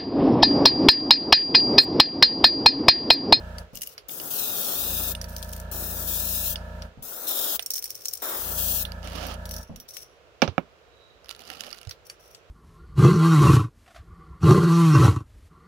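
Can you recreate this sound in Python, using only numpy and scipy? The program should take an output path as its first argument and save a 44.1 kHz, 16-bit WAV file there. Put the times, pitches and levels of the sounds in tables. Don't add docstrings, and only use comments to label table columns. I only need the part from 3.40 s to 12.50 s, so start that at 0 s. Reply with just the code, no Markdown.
import sys
import numpy as np
from scipy import signal
from scipy.fft import rfft, irfft
from scipy.io import wavfile

SR = 44100
rng = np.random.default_rng(int(sys.argv[2]) if len(sys.argv) > 2 else 0)


def master_out(mix):
    frames = np.transpose(np.atleast_2d(mix))
    ceiling = np.clip(frames, -1, 1)
    pcm = np.round(ceiling * 32767).astype(np.int16)
    wavfile.write(sys.argv[1], SR, pcm)


N = 401310
TIME = np.arange(N) / SR

# f/Hz, balance/dB
JET_PAN = [(60, -2), (110, -8.5), (200, -4), (380, -8.5), (1290, -10), (2380, -6.5), (4400, -6.5),
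           (8120, 4), (15000, 14)]
# f/Hz, density level/dB
MOUNT = [(20, -3), (45, 5), (90, -4), (165, 0), (240, 3.5), (340, -21.5), (560, -9), (850, -18),
         (4000, -55)]
# f/Hz, density level/dB
TICK_COLOUR = [(1060, -34), (1800, -21), (2860, -17), (4310, -11.5), (5610, -5.5), (7430, -14.5),
               (8750, -10.5), (10700, -12.5), (14700, -7)]
# from t/s, ring level/dB, T60/s, body level below 4500 Hz/dB, three modes f/Hz
GRIPS = [(.3, -5.5, 0.025, -5, 2870, 11600, 15000), (1.7, -0.5, 0.02, -2.5, 8870, 13600, 11200),
         (4.0, -1.5, 0.032, -7.5, 5590, 8840, 15000), (5.7, -5.5, 0.085, 1.5, 5717, 10100, 13150)]
# start t/s, end t/s, level/dB
SLIDES = [(0.331, 0.525, -49), (1.878, 2.205, -47), (4.323, 4.375, -37.5), (4.424, 4.81, -45.5),
          (6.082, 6.224, -48.5), (6.48, 6.63, -46.5), (8.649, 8.697, -56), (8.792, 8.948, -59.5)]
# start t/s, end t/s, swish level/dB, crackle relative to swish/dB
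RUBS = [(5.623, 5.795, -40.5, -12.5), (5.742, 5.962, -37.5, -14), (7.83, 8.52, -57, 2),
        (7.985, 8.397, -54.5, -1.5)]
# f/Hz, density level/dB
TAP_COLOUR = [(300, -21.5), (700, -8), (970, -21), (1350, -8.5), (1800, -6.5), (3000, -4), (3900, -6),
              (4700, -0.5), (7500, -14.5), (10900, -10.5), (15800, -19)]
# f/Hz, level/dB, T60/s
TAP_MODES = [(1364, -5, 0.054), (2910, -1, 0.043)]


def from_db(db):
    return 10 ** (np.asarray(db) / 20)


def rms_one(x):
    return x / np.sqrt(np.mean(x ** 2) + 1e-20)


def at_hz(points, hz):
    f, value = np.transpose(points)
    return np.interp(np.log(hz + 1e-3), np.log(f), value)


def pan(db):
    db = np.atleast_1d(db)
    gains = from_db(np.array([db, -db]) / 2)
    return gains / np.sqrt(np.mean(gains ** 2, axis=0))


def drift(rate_hz):
    f = np.fft.rfftfreq(N, 1 / SR)
    return rms_one(irfft(rfft(rng.standard_normal(N)) / (1 + (f / rate_hz) ** 2), N))


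def noise(colour, balance=None, n=N, tilt_db=0):
    # f/Hz, correlation
    likeness = [(60, 0.13), (250, 0.76), (600, 0.67), (1200, 0), (4000, 0.033)]
    f = np.fft.rfftfreq(n, 1 / SR) + 1
    alike = at_hz(likeness, f)
    mid, side = rfft(rng.standard_normal((2, n)))
    pair = np.sqrt(1 + alike) * mid + np.sqrt(1 - alike) * side * [[1], [-1]]
    if balance is not None:
        pair = pair * pan(at_hz(balance, f))
    shape_db = at_hz(colour, f) + tilt_db * np.log2(np.maximum(f, 500))
    return rms_one(irfft(pair * from_db(shape_db), n))


def dying(t, t60):
    return np.exp(-np.minimum(np.log(1000) * t / max(t60, 1e-4), 40))


def movement(start, end, rise_t60, fade_t60, t=TIME):
    return (1 - dying(np.maximum(t - start, 0), rise_t60)) * dying(np.maximum(t - end, 0), fade_t60)


def aim(s, width_s):
    return .5 ** np.minimum(((TIME - s) / width_s) ** 2, 20)


def ring(modes, t, spread_db=2):
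    shape = (len(modes), 2, 1)
    strength = from_db(rng.normal(0, spread_db, shape)) * rng.choice([-1, 1], shape)
    long_wave = np.array(modes)[:, :1] < 900
    strength[:, 1] = np.where(long_wave, strength[:, 0], strength[:, 1])
    return sum(gain * from_db(db) * np.sin(2 * np.pi * hz * t) * dying(t, t60)
               for gain, (hz, db, t60) in zip(strength, modes))


def add(out, s, sound):
    start = int(s * SR)
    out[:, start:start + sound.shape[1]] += sound[:, :N - start]


def strikes(rows, colour, modes, crack_db, crack_t60, ring_db, room_db, room_t60,
            rise_t60=0.0018, patchy_db=4.5, detune=0.0064):
    out, t = np.zeros((2, N)), TIME[:2 ** 13]
    for s, level_db, side_db in rows:
        own_colour = [(hz, db + patchy_db * rng.standard_normal()) for hz, db in colour]
        burst = noise(own_colour, n=len(t))
        crack = from_db(crack_db) * burst * dying(t, crack_t60)
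        ringing = from_db(ring_db) * ring(modes, t * (1 + detune * rng.standard_normal()))
        tail = from_db(room_db) * burst * dying(t, room_t60)
        sound = (crack + ringing) * pan(side_db) + tail * pan(side_db / 2)
        add(out, s, from_db(level_db) * (1 - dying(t, rise_t60)) * sound)
    return out


def airbrush(jet_db=6.0, buffet_db=1, flutter_db=1.0, bounce=0.56, bounce_s=0.000677, close_t60=0.052,
             open_t60=0.011, gust_db=1.5, thin_db=-3.5, bench_echo=0.37, bench_s=0.0019, wall_s=0.0067):
    # air on t/s, opened wide t/s, released t/s, first level/dB, wide level/dB
    bursts = [(.683, .903, 1.721, -38, -30), (2.313, 2.673, 3.132, -34.3, -29.2),
              (3.623, 3.866, 4.162, -38.8, -29.2), (4.819, 5.168, 5.428, -32.8, -28.4)]
    # f/Hz, density level/dB
    jet_colour = [(1290, -70), (2150, -36), (2480, -11.5), (2700, -16.5), (2880, -8), (3060, -14),
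                  (3400, -5.5), (4100, -7), (4600, -13), (5000, -7), (9500, -6.5), (14000, 0.5),
                  (15100, 6.5), (15700, 2.5)]
    # f/Hz, density level/dB
    buffet_colour = [(59, -30.5), (100, -3.5), (296, -0.5), (620, -0.5), (1090, -8), (1350, -3),
                     (1900, -15), (2470, -35.5), (4180, -120)]
    # f/Hz, density level/dB
    rush_colour = [(600, -25), (900, -1), (1350, 0.5), (2500, -12), (8000, -33.5)]
    # best aim t/s, roar level/dB, 6 dB half-width/s (sign ignored), bass and rush relative to roar/dB
    sweeps = [(.85, -59, -0.04, 12.5, -20), (1.36, -41, 0.51, 0.5, -23), (2.5, -46.5, 0.46, 3.5, -20),
              (4.05, -40.5, 0.2853, -13, -11.5), (4.86, -41, 0.17, -36, -0.5),
              (5.18, -45.5, 0.25, -5.5, -24)]
    flow, air_on, air_only = np.zeros((3, N))
    for on, wide, off, first_db, wide_db in bursts:
        valve = movement(on, off, open_t60, close_t60)
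        needle = 1 - dying(np.maximum(TIME - wide, 0), 2 * open_t60)
        flow += valve * from_db(first_db + needle * (wide_db - first_db))
        air_on += valve
        air_only += valve * (1 - needle)
    jet = noise(jet_colour, JET_PAN)
    delay = bounce_s * (1 + 0.191 * drift(0.81))
    echo = np.array([np.interp(TIME - delay, TIME, ear) for ear in jet])
    off_bench = np.roll(jet, int(bench_s * SR), axis=1)
    off_wall = np.roll(jet, int(wall_s * SR), axis=1)
    jet = rms_one(jet + bounce * echo + bench_echo * (off_bench - off_wall))
    impact = sum(from_db(db) * aim(s, width) for s, db, width, _, _ in sweeps)
    depth = sum(from_db(db + bass_db) * aim(s, width) for s, db, width, bass_db, _ in sweeps)
    edge = sum(from_db(db + rush_db) * aim(s, width) for s, db, width, _, rush_db in sweeps)
    band = signal.butter(2, [2300, 4800], "band", fs=SR, output="sos")
    splash = signal.sosfiltfilt(band, jet)
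    splash_db = 0.4 * (np.maximum(20 * np.log10(impact), -49) + 47.0) + thin_db * air_only
    jet = jet + splash * (from_db(splash_db) - 1)
    hiss = jet * flow * from_db(jet_db + flutter_db * drift(36))
    eddies = noise(buffet_colour)
    deep = signal.sosfiltfilt(signal.butter(2, 300, fs=SR, output="sos"), eddies)
    roar = (eddies - deep) * impact + deep * depth + noise(rush_colour) * edge
    roar = roar * air_on * from_db(buffet_db + gust_db * drift(21.0))
    return hiss + roar * pan(-5.0)


def compressor(hum_db=-37.5, rattle_db=-49.5, puff_db=-52, whine_db=-50.5, leak_db=-59, throb_db=1.5,
               coast_t60=.24, waver_db=1.0, rumble_db=-56, stroke_spread_db=.5):
    # motor on t/s, full level t/s, motor off t/s, time of one stroke t/s, stroke rate f/Hz
    runs = [(-.6, -.3, .213, .0072, 29.18), (1.27, 1.52, 3.455, 1.466, 29.19),
            (4.88, 5.12, 6.2, 5.068, 29.16)]
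    # multiple of the stroke rate, level/dB
    hum_orders = [(1, -9.5), (2, 4), (3, -0.5), (5, -14), (6, -5.5), (7, -19), (8, -12.5)]
    # f/Hz, density level/dB
    casing_colour = [(200, -11.5), (300, -15), (360, -3), (480, -8.5), (620, 5.5), (760, -2.5), (940, 4),
                     (1130, -12.5), (1300, 2.5), (1500, -1), (1730, 5), (1900, -15), (2600, -13.5),
                     (4500, -28)]
    # multiple of the stroke rate, level/dB
    whine_orders = [(16, -8), (18, -6), (19, -5), (21, 0), (23, -6), (32, -5.5), (59, -10.5)]
    # f/Hz, density level/dB
    leak_colour = [(1500, -8), (2800, 3.5), (9000, -10), (15000, -12)]
    running, turn = np.zeros(N), np.zeros(N)
    for on, loaded, off, stroke_s, per_s in runs:
        spin_up = np.clip((TIME - on) / (loaded - on), 0, 1) ** 2
        running += spin_up * dying(np.maximum(TIME - off, 0), coast_t60)
        turn = np.where(TIME > on, 2 * np.pi * per_s * (TIME - stroke_s), turn)
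    cycle = np.linspace(0, 2 * np.pi, 2048)

    def each_stroke(orders, scatter):
        wave = sum(from_db(db) * np.cos(round(k) * cycle + scatter * rng.uniform(0, 2 * np.pi))
                   for k, db in orders)
        return np.interp(turn % (2 * np.pi), cycle, rms_one(wave))

    panels = [(k, at_hz(casing_colour, k * runs[-1][4])) for k in range(10, 64)]
    rattle = np.array([each_stroke(panels, 0.86), each_stroke(panels, 1)])
    opening = np.cos(turn - .6) + .5 * np.cos(2 * turn)
    valves = rms_one(from_db(throb_db * opening + drift(7.8)))
    casing = (from_db(rattle_db) * rattle + from_db(puff_db) * noise(casing_colour)) * valves
    whine = from_db(whine_db + waver_db * drift(0.48)) * each_stroke(whine_orders, 1.0)
    leak = from_db(leak_db) * noise(leak_colour, JET_PAN)
    hum = from_db(hum_db + stroke_spread_db * drift(8)) * each_stroke(hum_orders, 0)
    rumble = from_db(rumble_db) * noise(MOUNT)
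    return running * (hum + rumble + (casing + whine) * pan(-3.5) + leak)


def shudder(rise_t60=0.014, t60=0.33):
    # t/s, level/dB
    shudders = [(0.331, -42), (3.572, -41), (6.293, -35.5)]
    out, t = np.zeros((2, N)), TIME[:2 ** 15]
    for s, level_db in shudders:
        envelope = (1 - dying(t, rise_t60)) * dying(t, t60)
        add(out, s, from_db(level_db) * noise(MOUNT, n=len(t)) * envelope * pan(-1.7))
    return out


def valve_snaps():
    # t/s, level/dB, balance/dB
    snaps = [(0.6933, -32.5, -3), (1.7504, -26, -4), (3.1573, -23, -6.5), (4.1937, -18.5, -9),
             (5.451, -21.5, -11)]
    # f/Hz, level/dB, T60/s
    valve_modes = [(2880, 4, 0.021), (3230, -2, 0.022), (3550, 6, 0.017), (5700, -19, 0.082),
                   (8780, -12, 0.14)]
    return strikes(snaps, TAP_COLOUR, valve_modes, crack_db=-3.5, crack_t60=0.013,
                   ring_db=-6.5, room_db=-19, room_t60=0.15)


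def knocks(rattle_t60=0.079, room_db=-13, room_t60=0.2, rise_t60=0.0025, lowest_hz=80, snap_db=-33):
    # t/s, level/dB, balance/dB, brightness/(dB per octave),
    # top of the contact f/Hz, loose rattle level/dB, level of the mode near 540 Hz/dB
    landings = [(7.019, -10.5, -15, 3, 6630, -10.5, -5), (7.0232, -9, -13.5, -1, 4100, -6, 3.5),
                (7.0266, -17, -10, 0.5, 3010, -5, 2), (7.077, -22.5, -16, 0.5, 6100, -8.5, 1),
                (7.1796, -7.5, -17, -1, 2560, -18, -8)]
    # f/Hz, density level/dB
    knock_colour = [(88, -13.5), (170, 0), (545, -8), (1140, -11.5), (1910, -23), (2400, -16.5),
                    (5740, -23.5), (7300, -34)]
    # f/Hz, level/dB, T60/s
    holder_modes = [(180, -12.5, 0.06), (276, -9.5, 0.04), (541, -2.5, 0.041), (744, -3.5, 0.023),
                    (1310, -3, 0.017), (1680, -10, 0.02), (2330, -8.5, 0.025), (2840, -9.5, 0.017),
                    (3620, -8.5, 0.013), (5020, -5.5, 0.0091), (5750, -6.5, 0.013)]
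    out, t = np.zeros((2, N)), TIME[:2 ** 14]
    for s, level_db, side_db, tilt_db, top_hz, rattle_db, hollow_db in landings:
        body = 0
        for k, (hz, db, t60) in enumerate(holder_modes):
            mode_db = db + tilt_db * np.log2(hz / 1000) + hollow_db * (450 < hz < 650)
            body = body + (-1) ** k * from_db(mode_db) * np.sin(2 * np.pi * hz * t) * dying(t, t60)
        burst = from_db(rattle_db) * noise(knock_colour, n=len(t), tilt_db=tilt_db)
        direct = (body + burst * dying(t, rattle_t60)) * pan(side_db)
        tail = from_db(room_db) * burst * dying(t, room_t60) * pan(side_db / 2)
        contact = signal.butter(3, [lowest_hz, top_hz], "band", fs=SR, output="sos")
        thud = signal.sosfilt(contact, (direct + tail) * (1 - dying(t, rise_t60)))
        snap = from_db(snap_db + 2 * tilt_db + rattle_db / 2) * noise(TICK_COLOUR, n=len(t))
        snap = snap * dying(t, rattle_t60) * pan(side_db / 2)
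        add(out, s, from_db(level_db) * (thud + snap))
    return out


def grip_at(s):
    return GRIPS[max(sum(row[0] <= s for row in GRIPS) - 1, 0)]


def ticks(rows, upper_db=-5):
    out = 0
    for grip in GRIPS:
        _, ring_db, t60, body_db, first_hz, *upper = grip
        colour = [(hz, db + body_db * (hz < 4500)) for hz, db in TICK_COLOUR]
        modes = [(first_hz, ring_db, t60)] + [(hz, ring_db + upper_db, t60) for hz in upper]
        held = [row for row in rows if grip_at(row[0]) is grip]
        out = out + strikes(held, colour, modes, crack_db=-1.0, crack_t60=0.013,
                            ring_db=-8.5, room_db=-21.5, room_t60=0.16)
    return out


def stutter(rows, onset_db=-21, onset_s=0.002, rebound_db=-9, rebound_s=0.0035):
    out = []
    for (s, level_db, side_db), (early, late) in zip(rows, rng.uniform(.5, 1.5, (len(rows), 2))):
        out.append((s - early * onset_s, level_db + onset_db, side_db))
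        out.append((s, level_db, side_db))
        out.append((s + late * rebound_s, level_db + rebound_db, side_db))
    return out


def loose_ticks():
    # t/s, level/dB, balance/dB
    sharpest = [(0.3539, -22.5, 3), (0.3721, -23, 10), (0.4183, -17, 4), (0.4234, -25.5, -3),
                (0.432, -20.5, 7), (0.4723, -21, 4), (1.9642, -21, 0), (2.0272, -22.5, 11),
                (2.1271, -26.5, 13), (4.2243, -22, -1.0), (4.2612, -18, 0), (4.3048, -12, -2),
                (4.314, -19, 0), (4.3365, -14.5, -6), (4.3402, -17, -5), (4.3554, -21, 8),
                (4.3604, -17.5, -5), (4.3685, -21, 3), (4.3896, -19, 6.5), (4.4243, -22.5, 3),
                (4.4413, -16.5, 2), (4.4562, -23, 0.5), (4.5042, -19, -2.5), (4.5527, -25.5, 3),
                (4.6553, -15, 1), (4.6833, -14.5, 2), (4.735, -15, 10), (4.7514, -23.5, 2),
                (5.8664, -26.5, 2), (6.0551, -28.5, -3), (6.1105, -23, 0), (6.1394, -24.5, -3),
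                (6.1643, -25, 0), (6.36, -31.5, -6), (6.4002, -27, -4), (6.4877, -29.5, 4),
                (6.5678, -24, 8)]
    return ticks(stutter(sharpest))


def slides(scrape_db=-1, grain_db=4, sing_per_s=11, sing_q=22, sing_fade_t60=0.32,
           rise_t60=0.013, fade_t60=0.14):
    out = np.zeros((2, N))
    scrape = noise(TICK_COLOUR) * rms_one(from_db(grain_db * drift(90.3)))
    for start, end, db in SLIDES:
        _, ring_db, t60, _, first_hz, second_hz, _ = grip_at(start)
        part = slice(int(start * SR), int((end + sing_fade_t60) * SR))
        rubbing, t = scrape[:, part], TIME[part]
        sing = rms_one(sum(signal.lfilter(*signal.iirpeak(hz, sing_q, fs=SR), rubbing) * first_hz / hz
                           for hz in (first_hz, second_hz)))
        slips = from_db(scrape_db) * rubbing * movement(start, end, rise_t60, fade_t60, t) * pan(3.4)
        song = from_db(ring_db) * sing_per_s * t60 * sing
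        song = song * movement(start, end, rise_t60, sing_fade_t60, t)
        add(out, start, from_db(db) * (slips + song))
    return out


def small_clinks():
    clinks = [(.183, -29, 8), (.5791, -28.5, -5), (1.814, -24, -4), (1.8421, -30, -6), (3.421, -31.5, -1),
              (8.493, -29.5, 1), (8.51, -26.5, -7), (8.6986, -28, 0), (8.9476, -36, 3)]
    # f/Hz, level/dB, T60/s
    clink_modes = [(4610, -2.5, 0.028), (5610, -2, 0.023)]
    return strikes(clinks, TAP_COLOUR, clink_modes, crack_db=-5, crack_t60=0.01,
                   ring_db=-2.5, room_db=-14.0, room_t60=0.11)


def taps(rows):
    return strikes(rows, TAP_COLOUR, TAP_MODES, crack_db=2.5, crack_t60=0.0071,
                   ring_db=-13.5, room_db=-22, room_t60=0.105)


def finger_taps():
    # t/s, level/dB, balance/dB
    clearest = [(0.7996, -24, -13), (5.5197, -29.5, -18), (5.6735, -27.5, 0), (7.8922, -27, -12),
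                (7.905, -30, -27), (7.9105, -24.5, -13), (8.1012, -24, -26), (8.2073, -21.5, -24),
                (8.2362, -27.5, -13), (8.3286, -25, -28)]
    return taps(clearest)


def catches(moves, per_s, above_db, spread_db, side_db, side_spread_db):
    rows, gap = [], 1 / per_s
    for (start, end, level_db), draws in zip(moves, rng.uniform(-1, 1, (len(moves), 32, 3))):
        for k, (late, hard, side) in enumerate(draws):
            s = start + gap * (k + .5 + .5 * late)
            if s < end:
                rows.append((s, level_db + above_db + spread_db * hard, side_db + side_spread_db * side))
    return rows


def chatter():
    rolling = [(start, end, db + crackle_db) for start, end, db, crackle_db in RUBS]
    metal = catches(SLIDES, per_s=37, above_db=12, spread_db=9.0, side_db=1.0, side_spread_db=11.0)
    fingers = catches(rolling, per_s=49, above_db=15.5, spread_db=4, side_db=-12, side_spread_db=8)
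    return ticks(metal) + taps(fingers)


def handling(grain_db=7, squeak_q=22, uneven_db=2.5, stick_q=9, stick_db=-5, swell=0.61):
    # f/Hz, density level/dB
    rub_colour = [(120, -16), (250, -4), (390, -14), (479, -6), (780, -4.5), (990, -16), (1280, -5),
                  (1500, -15), (2240, -17), (2900, -10.5), (3880, -18.5), (4500, -17), (5600, -18),
                  (7820, -29.5), (15000, -31)]
    # f/Hz, balance/dB
    hand_pan = [(500, -16.5), (6000, -9.5), (14000, 12)]
    # loudest t/s, 6 dB half-width/s, f/Hz, level/dB
    squeaks = [(7.65, .12, 3880, -62)]
    swish = noise(rub_colour, hand_pan) * from_db(uneven_db * drift(20))
    slips = noise(TAP_COLOUR, hand_pan) * rms_one(from_db(grain_db * np.minimum(drift(120), 3)))
    ringing = rms_one(sum(from_db(db) * signal.lfilter(*signal.iirpeak(hz, stick_q, fs=SR), slips)
                          for hz, db, _ in TAP_MODES))
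    crackle = rms_one(slips + from_db(stick_db) * ringing)
    out = 0
    for start, end, db, crackle_db in RUBS:
        arch = np.sin(np.pi * np.clip((TIME - start) / (end - start), 0, 1))
        pressure = np.maximum(arch, 0) ** swell
        out = out + from_db(db) * pressure * (swish + from_db(crackle_db) * crackle)
    for s, width_s, hz, db in squeaks:
        peak = signal.iirpeak(hz, squeak_q, fs=SR)
        squeak = rms_one(signal.lfilter(*peak, signal.lfilter(*peak, swish)))
        out = out + from_db(db) * aim(s, width_s) * squeak
    return out


def bumps(rise_t60=0.032, side_db=-17.0):
    # t/s, level/dB
    pushes = [(7.08, -17), (8.468, -26.5)]
    # f/Hz, level/dB, T60/s
    bench_modes = [(87.5, 0.5, 0.1), (124, -3.5, 0.092)]
    out, t = np.zeros((2, N)), TIME[:2 ** 14]
    for s, level_db in pushes:
        push = ring(bench_modes, t) * (1 - dying(t, rise_t60))
        add(out, s, from_db(level_db) * push * pan(side_db))
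    return out


def quiet_room(level_db=-56):
    # f/Hz, density level/dB
    room_colour = [(29, -33), (50, -2), (177, -15.5), (214, -23.5), (471, -6), (724, -12), (816, -17.5),
                   (1350, -15), (1880, -20.5), (2760, -20), (7330, -34), (8870, -41.5), (15000, -44)]
    # f/Hz, balance/dB
    room_pan = [(5000, -4), (14000, 5.5)]
    return from_db(level_db) * noise(room_colour, room_pan)


def scene():
    spray = airbrush() + valve_snaps()
    pump = compressor() + shudder()
    metal = knocks() + loose_ticks() + slides() + small_clinks()
    hand = finger_taps() + chatter() + handling()
    return spray + pump + metal + hand + bumps() + quiet_room()


def record(dry, port_hz=8100, port_width_hz=1500, port_depth=0.54, cutoff_hz=15760):
    port = signal.iirpeak(port_hz, port_hz / port_width_hz, fs=SR)
    right = dry[1] - port_depth * signal.lfilter(*port, dry[1])
    clipped = np.clip([dry[0], right], -.93, .93)
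    top_cut = signal.ellip(12, .1, 80, cutoff_hz, fs=SR, output="sos")
    return signal.sosfilt(top_cut, clipped)


dry = scene()
out = record(dry)
master_out(out)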